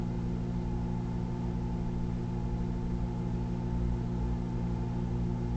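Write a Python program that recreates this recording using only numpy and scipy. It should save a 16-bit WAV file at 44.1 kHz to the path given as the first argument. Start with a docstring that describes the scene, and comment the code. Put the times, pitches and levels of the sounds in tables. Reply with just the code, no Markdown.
"""A microwave oven runs in a kitchen, a few steps from a small computer microphone.
From the start its transformer hums; a four-blade fan drones, beats against the hum and blows air
through the case. Other motors throb low in the room; the microphone adds faint fluttering hiss.
From 2 to 3 s the room's rumble and drone swell briefly. The throb rises near 4 s and at the end."""
import sys
import numpy as np
from scipy.fft import rfft, irfft, next_fast_len
from scipy.io import wavfile
from scipy.ndimage import map_coordinates

SR = 44100
rng = np.random.default_rng(int(sys.argv[2]) if len(sys.argv) > 2 else 0)


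def master_out(mix):
    """Clip the mix to full scale and print it as 16-bit PCM to the path in sys.argv[1]."""
    frames = np.transpose(np.atleast_2d(mix))
    ceiling = np.clip(frames, -1, 1)
    pcm = np.round(ceiling * 32767).astype(np.int16)
    wavfile.write(sys.argv[1], SR, pcm)


N = 245195
MAINS_HZ = 59.95
# Swells of the room's low sounds: crest_s, width_s, rumble_lift_db, drone_lift_db
SWELLS = [(1.967, 0.24, 10, 1), (2.652, 0.37, 5, 6.5), (3.023, 0.14, 1, 5)]


def amp(db):
    """Decibels to gain."""
    return 10 ** (np.asarray(db) / 20)


def unit(x):
    """x at rms 1."""
    return x / np.sqrt(np.mean(x ** 2) + 1e-20)


def clock():
    """Sample times in seconds."""
    return np.arange(N) / SR


def along(points, hz):
    """(hz, value) points joined on a log frequency axis."""
    knots_hz, values = np.transpose(points)
    return np.interp(np.log(hz + 1), np.log(knots_hz + 1), values)


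def curve(points):
    """(time_s, value) points joined, one value per sample."""
    return np.interp(clock(), *np.transpose(points))


def bell(x, centre, width):
    """Hump of height 1; width is taken at half height."""
    return 2 ** -((2 * (x - centre) / width) ** 2)


def wobble(rate_hz):
    """Smooth random curve with knots at rate_hz."""
    knots = rng.standard_normal(int(N * rate_hz / SR) + 4)
    return map_coordinates(knots, [clock() * rate_hz])


def filtered(x, gain):
    """x with its spectrum scaled by gain(hz)."""
    size = next_fast_len(N + SR // 2)
    hz = np.fft.rfftfreq(size, 1 / SR)
    return irfft(rfft(x, size) * gain(hz), size)[:N]


def noise(density):
    """Noise with density(hz) in dB per Hz."""
    white = rng.standard_normal(N) * np.sqrt(SR / 2)
    return filtered(white, lambda hz: amp(density(hz)))


def tone(turns):
    """Sinusoid of rms 1 from its phase in turns."""
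    return np.sqrt(2) * np.cos(2 * np.pi * turns)


def transformer(lag_turns, shimmer_db=0.53):
    """The core flexes with the mains and shakes the panels; even multiples carry the hum."""
    # Core harmonics: mains_multiple, level_db
    harmonics = [(1, -43), (2, -38), (3, -57), (4, -43), (5, -64), (6, -54), (7, -63), (8, -70), (9, -72),
                 (10, -72), (11, -66), (12, -72), (14, -62), (15, -68), (16, -79), (17, -79), (19, -80),
                 (20, -78), (22, -78), (23, -78), (24, -82), (25, -79), (26, -79)]
    # Hum drift, applied about its mean: time_s, level_db
    drift = [(0, -37.5), (1, -38.5), (2.1, -39), (3, -38.5), (3.8, -37), (4.4, -37.5), (5.56, -37)]
    drift_db = curve(drift)
    hum = np.zeros(N)
    for multiple, level_db in harmonics:
        k = round(multiple)
        gain = amp(level_db + shimmer_db * wobble(4))
        hum += gain * tone(k * MAINS_HZ * clock() + lag_turns[k])
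    return hum * amp(0.94 * (drift_db - drift_db.mean()))


def fan(lag_turns, shaft_hz=44.108, sway_turns=0.004, beat_crest_s=0.026):
    """The shaft sways; turbulence shakes high tones most. Each beats with the nearest hum harmonic."""
    # Fan tones, strongest at multiples of the four blades: shaft_multiple, level_db
    harmonics = [(2, -65), (3, -61), (4, -38.7), (8, -49.5), (10, -70), (12, -65.5), (16, -64.5), (17, -75),
                 (18, -70), (19, -62.5), (20, -58.5)]
    shaft_turns = shaft_hz * (clock() - beat_crest_s) + sway_turns * wobble(1.4)
    out = np.zeros(N)
    for multiple, level_db in harmonics:
        k = round(multiple)
        mains_multiple = round(k * shaft_hz / MAINS_HZ)
        hum_turns = mains_multiple * MAINS_HZ * beat_crest_s + lag_turns[mains_multiple]
        gust_db = 0.8 + 0.07 * k
        gusts = unit(amp(gust_db * wobble(18)))
        out += amp(level_db) * gusts * tone(k * shaft_turns + hum_turns)
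    return out


def airflow(waver_db=0.28):
    """Air rushes through the fan, lifted at each resonance of the case."""
    # Rush spectrum: frequency_hz, density_db_per_hz
    spectrum = [(20, -85.5), (70, -75), (95, -68), (140, -68.5), (200, -77), (400, -79), (590, -86.5),
                (760, -80.5), (1100, -90), (1600, -93.5), (2700, -100), (4000, -103), (5500, -108),
                (8000, -120)]
    # Case and cooking chamber resonances: centre_hz, width_hz, lift_db
    resonances = [(160.4, 12, 9.5), (219, 40, 6.5), (320.4, 60, 7), (461, 54, 9), (517, 42, 6),
                  (676, 27, 0.5), (880, 89, 10), (1017, 30, 5), (1193, 32, 5.5), (1284, 43, 4),
                  (1397, 130, 3.5), (1727, 50, 7.5), (2083, 100, 6.5), (2437, 90, 5.5), (2790, 100, 3.5),
                  (3110, 160, 2.5)]

    def density(hz):
        lift_db = sum(db * bell(hz, centre_hz, width_hz) for centre_hz, width_hz, db in resonances)
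        return along(spectrum, hz) + lift_db

    return noise(density) * amp(waver_db * wobble(9))


def induction_motor(mains_lag_turns, pitch_hz=57.7, beat_crest_s=0.28):
    """A motor, perhaps the fridge, slips behind the mains and beats with it about twice a second."""
    # Motor strength: time_s, level_db
    levels = [(0, -50.5), (1.1, -46), (2.2, -50), (3.2, -46.5), (3.9, -37.5), (4.3, -37), (4.8, -50),
              (5.56, -38)]
    slip_turns = (MAINS_HZ - pitch_hz) * (clock() - beat_crest_s)
    return amp(curve(levels)) * tone(MAINS_HZ * clock() + mains_lag_turns - slip_turns)


def room_rumble(base_db=-45.5):
    """Low noise, steady between swells."""
    # Rumble shape: frequency_hz, relative_db
    spectrum = [(5, -13), (13, 3), (26, 0.5), (36, -4.5), (46, -7), (56, -0.5), (70, -22.5), (150, -53),
                (400, -100)]
    lift_db = sum(db * bell(clock(), crest_s, width_s) for crest_s, width_s, db, _ in SWELLS)
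    return amp(base_db + lift_db) * unit(noise(lambda hz: along(spectrum, hz)))


def room_drone(pitch_hz=47.65, base_db=-44, waver_db=0.4):
    """A deep tone that wavers and swells."""
    lift_db = sum(db * bell(clock(), crest_s, width_s) for crest_s, width_s, _, db in SWELLS)
    level_db = base_db + lift_db + waver_db * wobble(6)
    return amp(level_db) * tone(pitch_hz * clock() + rng.random())


def appliances():
    """Other appliances hold faint steady tones."""
    # Appliance tones: pitch_hz, level_db
    tones = [(59, -53), (79.9, -60), (100, -58), (164, -58), (284, -69), (674, -77), (708, -72),
             (869.7, -71), (1059, -79), (1770, -83)]
    return sum(amp(level_db) * tone(pitch_hz * clock() + rng.random()) for pitch_hz, level_db in tones)


def microphone_hiss(flutter_hz=354.04, depth=0.32):
    """Microphone noise with a fast, even flutter."""
    # Hiss spectrum: frequency_hz, density_db_per_hz
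    spectrum = [(100, -104), (3500, -104), (5500, -104), (7400, -105.7)]
    flutter = unit(1 + depth * tone(flutter_hz * clock()))
    return noise(lambda hz: along(spectrum, hz)) * flutter


def scene():
    """Oven and room, mono."""
    lag_turns = rng.random(size=32)  # each mains multiple takes its own path through the room
    oven = transformer(lag_turns) + fan(lag_turns) + airflow()
    room = induction_motor(lag_turns[1]) + room_rumble() + room_drone() + appliances()
    return (oven + room)[None]


def record(dry, cutoff_hz=8900):
    """The microphone adds hiss; the top treble is cut off."""
    # Treble loss: frequency_hz, gain_db
    roll_off = [(7200, 0), (7600, -2), (8000, -5.5), (8500, -15), (8900, -33.5)]
    signal = dry[0] + microphone_hiss()
    return filtered(signal, lambda hz: amp(along(roll_off, hz)) * (hz < cutoff_hz))[None]


dry = scene()
out = record(dry)
master_out(out)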